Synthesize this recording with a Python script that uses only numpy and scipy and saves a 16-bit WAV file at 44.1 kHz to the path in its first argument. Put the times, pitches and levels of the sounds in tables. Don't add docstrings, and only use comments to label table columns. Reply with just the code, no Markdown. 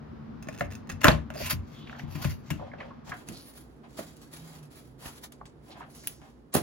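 import sys
import numpy as np
from scipy import signal
from scipy.fft import rfft, irfft, next_fast_len
from scipy.io import wavfile
from scipy.ndimage import uniform_filter1d

SR = 44100
rng = np.random.default_rng(int(sys.argv[2]) if len(sys.argv) > 2 else 0)


def to_wav(s):
    ch = np.atleast_2d(s).T
    pcm = np.round(np.clip(ch, -1, 1) * 32767)
    wavfile.write(sys.argv[1], SR, pcm.astype(np.int16))


N = 291942

CUT_S = 3.14
ROOM_BUILD_S = 0.0046
EDGE_HZ = 16100
DRONE_HZ, DRONE_WIDTH_HZ = 229.4, 36
PUSH_POWER, BRAKE_POWER, FALL_DB = 1.17, 1.216, 22
TAPS = 4096
HZ = np.fft.rfftfreq(TAPS, 1 / SR)
TIME = np.arange(N) / SR
RING = np.arange(SR // 2) / SR
CLOCK = np.arange(0, N / SR + .01, .001)


# pitch_hz, level_db
RUMBLE_FIRST = [(25, -18), (60, 2), (100, 1), (150, 9.5), (190, -2), (235, 3.5), (320, -3.5), (600, -12.5),
                (1200, -13), (2500, -27.5), (5000, -36), (8000, -51.5), (16000, -53.5)]
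RUMBLE_SECOND = [(25, -28), (60, 6.5), (95, -5.5), (145, 5.5), (190, -5.5), (235, 3.5), (320, 0),
                 (600, -10), (1200, -18.5), (2500, -31), (5000, -35.5), (8000, -44), (16000, -44)]
# time_s, level_db
RUMBLE_LEVEL = [(0, -45.5), (1.2, -46), (1.8, -47), (2.4, -48.5), (3.1, -48.5), (3.5, -51), (4.1, -51),
                (4.9, -52), (5.6, -52), (5.9, -51.5), (6.2, -52), (6.45, -55)]
# time_s, pitch_hz, level_db
REVS = [
    [(0, 234.3, -47), (.16, 225.3, -46.5), (.33, 214.3, -45.5), (.5, 208, -59), (.7, 208, -70)],
    [(3.9, 157.5, -67), (4.1, 158.9, -53), (4.25, 149.6, -57.5), (4.47, 163, -46.5), (4.6, 154, -48),
     (4.72, 140.3, -55), (4.85, 124.2, -55), (5.0, 132.6, -54.5), (5.15, 136, -70.5)],
]
# time_s, level_db
DRONE = [(0, -49), (.8, -50), (1.4, -47), (1.9, -51), (2.4, -53.5), (3, -55), (3.4, -64.5), (6.6, -63.5)]
# pitch_hz, t60_s
ROOM = [(80, .28), (250, .28), (1000, .22), (4000, .22), (10000, .2), (16000, .14)]
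# pitch_hz, correlation (1 = the same)
LIKENESS = [(50, 1), (150, .8), (300, 0.3), (700, 0.035), (2000, 0.13), (6000, .15), (16000, .1)]
# pitch_hz, lead_radians
LEAD = [(40, 0.17), (150, 1.1), (700, 1.2), (2000, 0.92), (6000, 1.5), (12000, 1.4)]
# start_s, level_db, centre_hz, rattle_t60_s
KNOCKS = [(.487, -51, 615, 0.037), (0.6087, -30.5, 1830, 0.013), (.899, -34, 1750, 0.017),
          (1.0441, -14.5, 1630, 0.037), (1.0829, -14.5, 3300, 0.0067), (1.085, -16, 619, .02),
          (1.872, -45, 2660, 0.022), (1.8962, -41.5, 2180, 0.008), (1.928, -42, 1470, 0.021),
          (1.95, -41.5, 1420, 0.031), (1.995, -40.5, 2200, 0.013), (2.594, -45, 730, 0.034),
          (2.612, -44.5, 800, 0.025), (2.623, -36, 620, 0.022), (2.665, -49, 864, 0.052),
          (2.731, -40.5, 720, 0.041), (2.734, -44, 1600, 0.037), (2.784, -51.5, 2500, .025),
          (2.806, -43, 1100, 0.044), (2.801, -44, 2400, 0.055), (2.825, -48, 1900, 0.037),
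          (2.907, -44, 1215, 0.039), (3.108, -44, 1500, 0.027), (3.118, -34, 1760, 0.033),
          (3.124, -38.5, 1200, 0.025), (3.138, -43, 1500, 0.018), (5.411, -40.5, 990, 0.017),
          (5.694, -45, 770, 0.045), (5.775, -50, 800, 0.04), (5.806, -38.5, 995, 0.031),
          (5.816, -50, 1900, 0.019), (5.828, -44, 1400, 0.022), (5.837, -48, 1800, 0.018),
          (5.884, -50.5, 750, 0.016), (6.04, -54, 2040, 0.021), (6.0725, -36, 3120, 0.0074)]
# start_s, rise_s, fall_s, level_db
SCUFFS = [(1.85, 0.078, 0.35, -49.5), (2.09, 0.16, 0.047, -46.5), (2.57, 0.015, 0.41, -52),
          (2.77, 0.047, 0.2, -49.5), (3.06, 0.017, 0.31, -46.5), (3.83, 0.017, 0.097, -55),
          (4.3, 0.33, 0.11, -59.5), (5.0, 0.076, 0.11, -49), (5.63, 0.19, 0.1, -50.5),
          (6.21, 0.012, 0.15, -54)]
# pitch_hz, level_db
SCUFF_COLOUR = [(200, -4), (450, -14.5), (700, 1.5), (1300, -6), (2200, -12), (3500, -16), (8000, -35),
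                (16000, -45)]
# start_s, rise_s, fall_s, level_db
SCRAPES = [(.46, 0.18, 0.035, -49), (.70, 0.019, 0.071, -47.5), (.89, .015, 0.04, -45.5),
           (1.33, 0.029, 0.2, -44)]
# start_s, level_db, most_excited_hz, pan_db
BUMPS = [(0.61, -25.5, 167, 7), (0.65, -28.5, 74.5, 2), (0.926, -27, 77.5, 3.5), (1.044, -11.5, 332, 5),
         (1.081, -6.5, 147.2, 4.5), (1.097, -14, 80.4, 6.5), (1.139, -25.5, 76.5, 2), (1.424, -25, 88, 2),
         (1.528, -23.5, 154, 6), (1.552, -22, 87, 0), (2.0352, -24.5, 130, 7), (2.082, -34, 85.5, 7),
         (2.15, -24.5, 175, 6.5), (2.202, -31, 129, -5), (2.252, -13.5, 137, 5.5), (2.298, -28, 109, -12),
         (2.509, -18, 170, 4.5), (2.56, -30.5, 90, 11), (6.551, -19.5, 202, -5.5)]
# pitch_hz, relative_level_db, t60_s
DESK_MODES = [(68.4, -7.5, 0.39), (90.6, 3, 0.2), (128.4, -1.5, 0.13), (147.8, 5.5, 0.11),
              (178, -4.5, 0.07), (228.2, -9.5, 0.36), (290, -2.5, 0.2), (307, -3.5, 0.16),
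              (339, -16.5, 0.38), (575, -27, .15)]
# start_s, level_db, pitch_hz, t60_s
SPRING_RINGS = [(1.116, -29, 4440, 0.035), (1.149, -44, 4520, 0.026)]
# start_s, level_db, centre_hz, width_hz, t60_s, pan_db
CRACKS = [(.4868, -41, 2200, 500, 0.022, -6), (0.6089, -24.5, 1745, 840, 0.014, 2),
          (.611, -24.5, 649, 177, 0.061, -2), (1.0436, -12, 1640, 444, 0.017, 6),
          (1.046, -18, 1680, 160, 0.022, 2), (1.054, -16, 1444, 350, .025, 3),
          (1.0689, -20, 1634, 305.3, 0.02, 2.5), (1.086, -17.5, 1019, 260, .03, -0.5),
          (1.0818, -15.5, 1450, 599, .022, 6), (1.997, -42, 2100, 606, 0.032, 5),
          (2.507, -38.5, 2780, 262, 0.11, 5), (2.597, -40.5, 907, 496, 0.041, -1),
          (2.7156, -47, 1960, 700, 0.044, -5.5), (2.804, -38, 2024, 590, 0.04, -1),
          (3.1197, -32.5, 1446, 447, 0.039, -4), (5.414, -44, 947, 498, 0.037, 0),
          (6.551, -25, 670, 99, 0.058, 4), (6.553, -24.5, 294, 141, 0.13, -2.5)]
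# start_s, rise_s, fall_s, level_db, centre_hz, width_hz
RASPS = [(1.341, 0.02, 0.047, -40, 615, 190), (1.36, 0.024, 0.023, -46, 4800, 650),
         (1.398, 0.011, 0.032, -34.5, 595, 165), (1.413, 0.051, 0.07, -41.5, 2520, 700),
         (1.72, 0.075, 0.43, -56.5, 3360, 1100), (2.605, 0.0082, 0.098, -43.5, 570, 149),
         (2.77, 0.042, 0.15, -47, 563, 219), (3.315, 0.048, 0.15, -50.5, 4520, 2180),
         (5.7, 0.019, 0.043, -50.5, 3760, 2610), (5.9, 0.14, 0.26, -55.5, 5600, 3000)]
# start_s, rise_s, fall_s, level_db (before trim), fizz_db (before fizz trim)
SLIDES = [(1.005, 0.0059, 0.073, -51, -13), (1.335, 0.053, 0.067, -51, 0),
          (1.38, 0.065, 0.067, -38.5, -2.5), (1.49, 0.017, 0.051, -36, 0.5), (1.61, 0.13, 0.058, -59, -8.5),
          (1.74, 0.054, 0.48, -61, -8), (1.98, 0.018, 0.064, -53, -7.5), (2.07, 0.072, 0.22, -52, -2),
          (2.17, 0.086, 0.11, -44, -2), (2.41, 0.12, 0.11, -59.5, -11)]
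# pitch_hz, level_db
SLIDE_COLOUR = [(200, -7), (700, -8.5), (1000, 7), (1600, 1.5), (2000, 5), (2600, 4.5), (3500, 1.5),
                (5000, 0.5), (5800, 1), (7000, -1.5), (8800, -1.5), (11000, 2.5), (16000, -4)]
# centre_hz, width_hz, above_colour_db
SLIDE_RING = [(1470, 140, 4.5), (2180, 100, 3.5), (2715, 180, 3), (4610, 300, 7), (6424, 730, 2)]
# start_s, rise_s, fall_s, level_db (before trim), fizz_db (before fizz trim)
LEAFING = [(3.04, 0.064, 0.044, -57, -6), (3.135, 0.006, 0.24, -58.5, 1), (3.265, 0.034, 0.35, -51, 2.5),
           (3.40, 0.025, 0.16, -71.5, 21), (3.545, 0.034, 0.067, -55.5, 5.5),
           (3.84, 0.12, 0.058, -64, -1.5), (3.965, 0.022, 0.14, -46, 1), (4.05, 0.046, 0.54, -60, 0),
           (4.305, 0.03, 0.1, -53, 2.5), (4.37, 0.17, 0.11, -56.5, 1.5), (4.70, 0.036, 0.22, -57.5, 3),
           (4.975, 0.094, 0.14, -52, 2), (5.135, 0.047, 0.041, -55.5, 2), (5.2, 0.044, 0.054, -59.5, 2.5),
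           (5.319, 0.0041, 0.066, -56.5, -15), (5.455, 0.0048, 0.05, -55, -10.5),
           (5.61, 0.11, 0.044, -62.5, 2), (5.76, 0.033, 0.04, -65.5, 1.5), (5.83, 0.29, 0.089, -59, 4),
           (6.205, 0.072, 0.21, -72.5, -0.5), (6.52, 0.022, 0.032, -51, -15)]
# pitch_hz, level_db
LEAF_COLOUR = [(200, -6), (600, 0.5), (1200, 0.5), (2500, -4), (4000, -1.5), (7000, -2), (10500, 2),
               (12500, 0), (16000, -1.5)]
# start_s, level_db, tilt_db_per_octave, flutter_t60_s, pan_db
FLAPS = [(3.288, -31.5, -9.5, 0.29, -4), (3.986, -29.5, 1, 0.084, -2), (6.5392, -18.5, 5, 0.053, -0.5),
         (6.549, -16, 2, 0.029, -4), (6.561, -20.5, 2.5, 0.087, 3.5)]
# pitch_hz, level_db
FLAP_COLOUR = [(50, -12), (140, 8), (190, 9.5), (270, 11), (350, 9.5), (520, 6), (680, 9.5), (880, -3),
               (1200, -5), (2500, -14.5), (6000, -18.5), (8500, -25.5), (11000, -16), (16000, -20.5)]
# start_s, level_db, tilt_db_per_octave, rattle_t60_s, pan_db
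SNAPS = [(3.0945, -40.5, -4, 0.038, 9), (3.2875, -34, -3, 0.0067, 0), (3.907, -59, -2, 0.011, 2),
         (4.168, -55, 1.5, 0.014, 7.5), (5.015, -48, -6.5, .012, -2), (5.058, -36, -3.5, 0.069, -1),
         (5.3222, -47, 1, 0.0088, 1), (5.4556, -43.5, -5, 0.0053, 3), (6.0728, -18.5, 8, 0.0092, 0.5),
         (6.216, -47, -5.5, 0.024, 3)]
# pitch_hz, level_db
SNAP_COLOUR = [(200, 5), (900, -8), (1800, 3), (3300, 3.5), (4300, -3), (6500, 2), (8500, -9.5), (10700, 6),
               (13500, -2), (16000, 0)]
# start_s, level_db, tilt_db_per_octave, rattle_t60_s, pan_db
TICKS = [(.4255, -46, -3, 0.036, 3), (.446, -56, -6, 0.01, 10), (.472, -36.5, -8.5, 0.036, 5),
         (.486, -38, -5, 0.023, 4), (.5262, -47, -5.5, 0.02, -1), (.547, -43, -5.5, 0.012, -0.5),
         (.569, -46, -9, 0.019, 1), (.586, -47, -3, 0.013, 7), (.595, -44.5, 0.5, 0.03, 3),
         (.705, -46, -6, 0.018, 0), (.7208, -43, -4, 0.026, 2), (.734, -48.5, -2, 0.014, 0),
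         (.7522, -42.5, -3, 0.01, 0.5), (.873, -51, -5, 0.014, 0), (.893, -38.5, -4.5, 0.051, 4.5),
         (.8985, -33, -5, 0.035, 0), (.916, -41.5, -3, 0.041, 1), (1.044, -20.5, 7, 0.0087, -5.5)]
# pitch_hz, level_db
TICK_COLOUR = [(200, -4.5), (900, -6.5), (1800, 0), (3300, -3.5), (4600, -5.5), (6500, -3.5), (8500, -4.5),
               (10700, -4.5), (13500, -1), (16000, 0.5)]
# centre_hz, width_hz, above_colour_db
TICK_RING = [(1460, 100, 5.5), (1780, 150, 8.5), (2634, 200, 14), (3580, 120, 8), (4170, 200, 6.5),
             (5110, 300, 13.5), (6430, 340, 13), (7080, 150, 7), (8600, 500, 10)]
# start_s, level_db, tilt_db_per_octave, rattle_t60_s, pan_db
CLACKS = [(.4865, -35, -5, 0.011, 1), (.6085, -31.5, 1.5, 0.018, 3.5), (1.0148, -34, 4, 0.023, 4),
          (1.033, -25, 3, 0.077, 7), (1.0437, -12, 4, 0.0063, 3), (1.0535, -12.5, -1.5, 0.033, -4),
          (1.069, -17.5, 1.5, 0.03, 8.5), (1.0825, -12.5, 2, 0.009, 1), (1.087, -19, -4.5, 0.036, -11.5),
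          (1.303, -34, 0, 0.011, 0.5), (1.457, -27.5, 7, 0.13, 1), (1.508, -28.5, 5, 0.061, 0.5),
          (1.52, -39, 5, 0.023, -2), (2.153, -39.5, 3.5, 0.07, -2), (2.2445, -28.5, 2.5, 0.044, 1),
          (2.5035, -29.5, 4.5, 0.041, 4)]
# pitch_hz, level_db
PLASTIC_COLOUR = [(60, 1), (250, 2), (420, -15.5), (600, -0.5), (780, -5.5), (1200, -1.5), (1650, -2.5),
                  (2050, -3), (3200, -12.5), (4800, -21.5), (7000, -20), (9000, -27.5), (12000, -25.5),
                  (16000, -32)]
# centre_hz, width_hz, above_colour_db
SHELL = [(607, 170, 10), (650, 120, 2.5), (857, 23, 8), (1040, 99, 12.5), (1470, 41, 3.5), (1500, 32, -1),
         (1704, 98, 4.5), (2750, 300, 6.5), (3400, 200, 0.5)]
# pitch_hz, change_db
MID_FIRST = [(7000, 0), (8000, -7), (9300, -15.5), (10300, -1.5), (16000, 0)]
SIDE_FIRST = [(100, 1.5), (250, -0.5), (600, 4), (1000, -1), (2000, -1), (4000, 0), (7000, 2), (8500, 7.5),
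              (10000, 8.5), (11400, 0), (13000, -14.5), (16000, -18)]
MID_SECOND = [(2000, -0.5), (5300, -3), (7600, 1), (8600, -8.5), (9400, 3), (10400, 1.5), (12300, -2.5),
              (13300, -27), (14500, -3), (16000, -2)]
SIDE_SECOND = [(100, 0.5), (250, -4.5), (600, -2.5), (1800, 2), (5000, 0.5), (6400, -4), (8400, 10),
               (10000, 4.5), (11000, -28), (12000, -1.5), (14300, 2), (16000, -21)]


def amp(db):
    return 10 ** (np.asarray(db) / 20)


def unit(x):
    return x / np.sqrt(np.mean(x ** 2) + 1e-20)


def read(points, hz):
    f, value = np.transpose(points)
    return np.interp(np.log(hz + 1), np.log(f), value)


def add(mix, s, sound):
    part = mix[:, max(round(s * SR), 0):][:, :sound.shape[1]]
    part += sound[:, :part.shape[1]]


def convolve(sound, response):
    return signal.oaconvolve(sound, response, axes=1)[:, :sound.shape[1]]


def panned(x, pan_db):
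    return x * amp([[pan_db / 2], [-pan_db / 2]])


def switched(first, second):
    share = np.clip((TIME - CUT_S) / .02 + .5, 0, 1)
    return first * (1 - share) + second * share


def diffuse(size):
    a, b = rfft(rng.standard_normal((2, size)))
    same = np.clip(read(LIKENESS, np.fft.rfftfreq(size, 1 / SR)), -1, 1)
    return irfft([a, same * a + np.sqrt(1 - same ** 2) * b], size)


def ports(x):
    size = next_fast_len(len(x) + TAPS)
    turn = np.exp(.5j * read(LEAD, np.fft.rfftfreq(size, 1 / SR)))
    return irfft(rfft(x, size) * np.array([turn, turn.conj()]), size)[:, :len(x)]


def coloured(x, spectrum):
    size = next_fast_len(x.shape[1])
    gain = amp(read(spectrum, np.fft.rfftfreq(size, 1 / SR)))
    return irfft(rfft(x, size) * gain, size)[:, :x.shape[1]]


def pulse(db):
    log_gain = np.log(amp(np.r_[db, db[-2:0:-1]]))
    shape = irfft(np.exp(signal.hilbert(log_gain).conj())[:len(HZ)])
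    return shape / np.linalg.norm(shape)


def material(spectrum, resonances=()):
    return read(spectrum, HZ) + sum(db / (1 + (2 * (HZ - hz) / width) ** 2) for hz, width, db in resonances)


def tilted(colour, tilt_db):
    return colour + tilt_db * np.log2(np.maximum(HZ, 200))


def peak(hz, centre_hz, width_hz):
    return np.maximum(-20 * np.log10(1 + (2 * (hz - centre_hz) / width_hz) ** 2), -80)


def room_tail():
    hz, t, z = signal.stft(diffuse(len(RING)), SR, nperseg=256)
    fade = amp(-60 * t / read(ROOM, hz)[:, None])
    tail = signal.istft(z * fade, SR, nperseg=256)[1][:, :len(RING)]
    return unit(tail * (1 - np.exp(-RING / ROOM_BUILD_S))) / np.sqrt(len(RING))


def reflections(near_db=-5, span_s=.009, count=7):
    size = int(span_s * SR) + 32
    taps = np.zeros((2, size))
    at = 24 + (rng.random((2, count)) ** 2 * (size - 32)).astype(int)
    np.put_along_axis(taps, at, rng.choice([-1., 1.], at.shape) * amp(near_db) / np.sqrt(count), 1)
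    taps = signal.sosfilt(signal.butter(1, 700, "high", fs=SR, output="sos"), taps)
    taps[:, 0] = 1
    return taps / np.linalg.norm(taps[0])


def stroke(start, rise, fall):
    push = np.sin(np.pi / 2 * np.clip((CLOCK - start) / rise, 0, 1)) ** PUSH_POWER
    return push * amp(-FALL_DB * np.clip((CLOCK - start - rise) / fall, 0, 10) ** BRAKE_POWER)


def swells(strokes):
    power = sum((amp(db) * stroke(start, rise, fall)) ** 2 for start, rise, fall, db in strokes)
    return np.interp(TIME, CLOCK, np.sqrt(power))


def blow(db, t60, rattle_db, wet_db, rise):
    swell = amp(-60 * RING / t60) * (1 - np.exp(-RING / rise))
    contact = amp(rattle_db) * unit(rng.standard_normal(len(RING)) * swell) / np.sqrt(len(RING))
    contact[0] += 1
    near = convolve(ports(contact / np.linalg.norm(contact)), reflections())
    heard = near + amp(wet_db) * room_tail()
    return signal.fftconvolve(heard, pulse(db)[None], axes=1) * np.sqrt(SR / 200)


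def street(waver=0.2, octave_db=-22):
    noises = [coloured(diffuse(next_fast_len(N))[:, :N], c) for c in (RUMBLE_FIRST, RUMBLE_SECOND)]
    rumble = amp(np.interp(TIME, *np.transpose(RUMBLE_LEVEL))) * switched(unit(noises[0]), unit(noises[1]))
    flutter = unit(uniform_filter1d(uniform_filter1d(rng.standard_normal(N), 1500), 1500))
    engine = np.zeros(N)
    for rev in REVS:
        s, hz, db = np.transpose(rev)
        turns = np.cumsum(np.interp(TIME, s, hz)) / SR
        level = np.interp(TIME, s, amp(db), left=0, right=0)
        tone = np.sin(2 * np.pi * turns)
        octave = amp(octave_db) * np.sin(2 * np.pi * 2 * turns)
        engine += level * (tone + octave)
    outside = rumble + (1 + waver * flutter) * engine
    return switched(panned(outside, pan_db=1.0), panned(outside, pan_db=-3.0))


def drone():
    size = next_fast_len(N)
    gain = amp(peak(np.fft.rfftfreq(size, 1 / SR), DRONE_HZ, DRONE_WIDTH_HZ))
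    band = irfft(rfft(diffuse(size)) * gain, size)[:, :N]
    return amp(np.interp(TIME, *np.transpose(DRONE))) * panned(unit(band), 2.2)


def dull_knocks(dull_ratio=1.115, body_db=-14, softness=0.083, rattle_db=16):
    q = 2.2
    out = np.zeros((2, N))
    for s, db, hz, t60 in KNOCKS:
        ratio = (HZ + 1) / hz
        resonance = 1 / (1 + (q * (ratio - 1 / ratio)) ** 2)
        body = amp(2 * body_db) * HZ ** 2 / (HZ ** 2 + 250 ** 2)
        colour = 10 * np.log10((resonance + body) / (1 + (ratio / dull_ratio) ** 6))
        length_db = 10 * np.log10(t60 / .12)
        add(out, s, amp(db) * blow(colour, t60, rattle_db + length_db, length_db, softness * t60))
    return out


def patter(strokes, colour, taps_per_s, spread_db, wet_db, pan_db):
    sizes = amp(spread_db * np.minimum(rng.exponential(1, N), 4))
    taps = rng.choice([-1., 1.], N) * sizes * (rng.random(N) < taps_per_s / SR)
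    heard = ports(taps) + amp(wet_db) * convolve(taps[None], room_tail())
    return panned(swells(strokes) * unit(convolve(heard, pulse(colour)[None])), pan_db)


def desk(reach_db=9, rise=0.0043, wet_db=-7):
    out = np.zeros((2, N))
    hz, mode_db, t60 = np.transpose(DESK_MODES)[:, :, None]
    for s, db, centre_hz, pan_db in BUMPS:
        share = amp(mode_db - reach_db * np.log2(hz / centre_hz) ** 2)
        share /= np.linalg.norm(share)
        modes = share * amp(-60 * RING / t60) * np.sin(2 * np.pi * hz * RING)
        boom = amp(db) * modes.sum(0) * (1 - np.exp(-RING / rise))
        echo = convolve(boom[None], room_tail())
        add(out, s, panned(ports(boom) + amp(wet_db) * echo, pan_db))
    return out


def spring():
    out = np.zeros((2, N))
    for s, db, hz, t60 in SPRING_RINGS:
        tone = amp(db - 60 * RING / t60) * np.sin(2 * np.pi * hz * RING)
        add(out, s, panned(ports(tone), 8))
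    return out


def cracks(wet_db=-11, softness=0.027):
    out = np.zeros((2, N))
    t = RING[:TAPS]
    for s, db, hz, width, t60, pan_db in CRACKS:
        modes = hz + width * (np.arange(4) + rng.random(4) - 2) / 4
        swell = amp(-60 * t / t60) * (1 - np.exp(-t / (softness * t60)))
        ring = np.sin(2 * np.pi * modes[:, None] * t).sum(0) * swell
        ring *= np.sqrt(SR / 200) / np.linalg.norm(ring)
        add(out, s, amp(db) * panned(ports(ring), pan_db))
        add(out, s, amp(db + wet_db) * signal.fftconvolve(ring[None], room_tail(), axes=1))
    return out


def rasps(slips_per_s=3000, wet_db=-8, pan_db=-1.5):
    out = np.zeros((2, N))
    size = len(RING)
    for start, rise, fall, db, hz, width in RASPS:
        slips = rng.standard_normal(size) * (rng.random(size) < slips_per_s / SR)
        heard = ports(slips) + amp(wet_db) * convolve(slips[None], room_tail())
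        speed = np.interp(start + RING, CLOCK, stroke(start, rise, fall))
        rasp = speed * convolve(heard, pulse(peak(HZ, hz, width))[None])
        add(out, start, amp(db) * unit(rasp) * np.sqrt(np.mean(speed ** 2)))
    return panned(out, pan_db)


def friction(strokes, colour, grains_per_s, spread_db, scatter, pan_db, trim_db, fizz_db, wet_db, clump_db=5.5):
    clumps = unit(uniform_filter1d(uniform_filter1d(rng.standard_normal(N), 400), 400))
    sizes = amp(spread_db * np.minimum(rng.exponential(1, N), 4) + clump_db * clumps)
    snaps = rng.choice([-1., 1.], N) * sizes * (rng.random(N) < grains_per_s / SR)
    opposed = rng.random(N) < scatter
    near = ports(snaps * ~opposed) + np.array([[1], [-1]]) * snaps * opposed
    rub = np.zeros((2, N))
    for k in range(3):
        share = np.maximum(np.cos(2 * np.pi * (2.3 * TIME - k / 3)), 0)
        rub += convolve(near * share, reflections())
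        rub += amp(wet_db) * convolve((snaps * share)[None], room_tail())
    rub = convolve(rub, pulse(colour)[None])
    body = unit(signal.sosfilt(signal.butter(6, 8500, "low", fs=SR, output="sos"), rub))
    fizz = unit(signal.sosfilt(signal.butter(6, 8500, "high", fs=SR, output="sos"), rub))
    body_level = swells([(start, rise, fall, db + trim_db) for start, rise, fall, db, top_db in strokes])
    fizz_level = swells([(start, rise, fall, db + top_db + fizz_db)
                         for start, rise, fall, db, top_db in strokes])
    return panned(body_level * body + fizz_level * fizz, pan_db)


def hits(rows, spectrum, rattle_db, wet_db, softness, resonances=()):
    out = np.zeros((2, N))
    body = material(spectrum, resonances)
    for s, db, tilt_db, t60, pan_db in rows:
        colour = tilted(body, tilt_db)
        add(out, s, panned(amp(db) * blow(colour, t60, rattle_db, wet_db, softness * t60), pan_db))
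    return out


def scene():
    scuffs = patter(SCUFFS, material(SCUFF_COLOUR), taps_per_s=220, spread_db=2.5, wet_db=12.5, pan_db=0.5)
    scrape_colour = tilted(material(TICK_COLOUR, TICK_RING), tilt_db=-5)
    scrapes = patter(SCRAPES, scrape_colour, taps_per_s=210, spread_db=2.0, wet_db=-13.0, pan_db=-1.5)
    slide = friction(SLIDES, material(SLIDE_COLOUR, SLIDE_RING), grains_per_s=2000, spread_db=3.0,
                     scatter=0.082, pan_db=2.0, trim_db=3.0, fizz_db=2.5, wet_db=2.0)
    pages = friction(LEAFING, material(LEAF_COLOUR), grains_per_s=2200, spread_db=1.5,
                     scatter=0.3, pan_db=0.0, trim_db=5, fizz_db=3, wet_db=2)
    flaps = hits(FLAPS, FLAP_COLOUR, rattle_db=14, wet_db=-5, softness=0.035)
    snaps = hits(SNAPS, SNAP_COLOUR, rattle_db=7.0, wet_db=-12.5, softness=0.009)
    ticks = hits(TICKS, TICK_COLOUR, rattle_db=2.5, wet_db=-8, softness=0.013, resonances=TICK_RING)
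    clacks = hits(CLACKS, PLASTIC_COLOUR, rattle_db=9.5, wet_db=-7.5, softness=0.03, resonances=SHELL)
    background = street() + drone() + dull_knocks() + scuffs + scrapes
    paper = slide + pages + rasps() + flaps + snaps
    return background + paper + desk() + spring() + cracks() + ticks + clacks


def record(dry):
    mid, side = (dry[:1] + dry[1:]) / 2, (dry[:1] - dry[1:]) / 2
    mid = switched(coloured(mid, MID_FIRST), coloured(mid, MID_SECOND))
    side = switched(coloured(side, SIDE_FIRST), coloured(side, SIDE_SECOND))
    wide = np.vstack([mid + side, mid - side])
    cut = signal.sosfilt(signal.butter(3, 42, "high", fs=SR, output="sos"), wide)
    limited = cut / (1 + cut ** 4) ** .25
    band_limit = signal.firwin(511, EDGE_HZ, window=("kaiser", 9), fs=SR)
    return signal.oaconvolve(limited, band_limit[None], "same")


dry = scene()
out = record(dry)
to_wav(out)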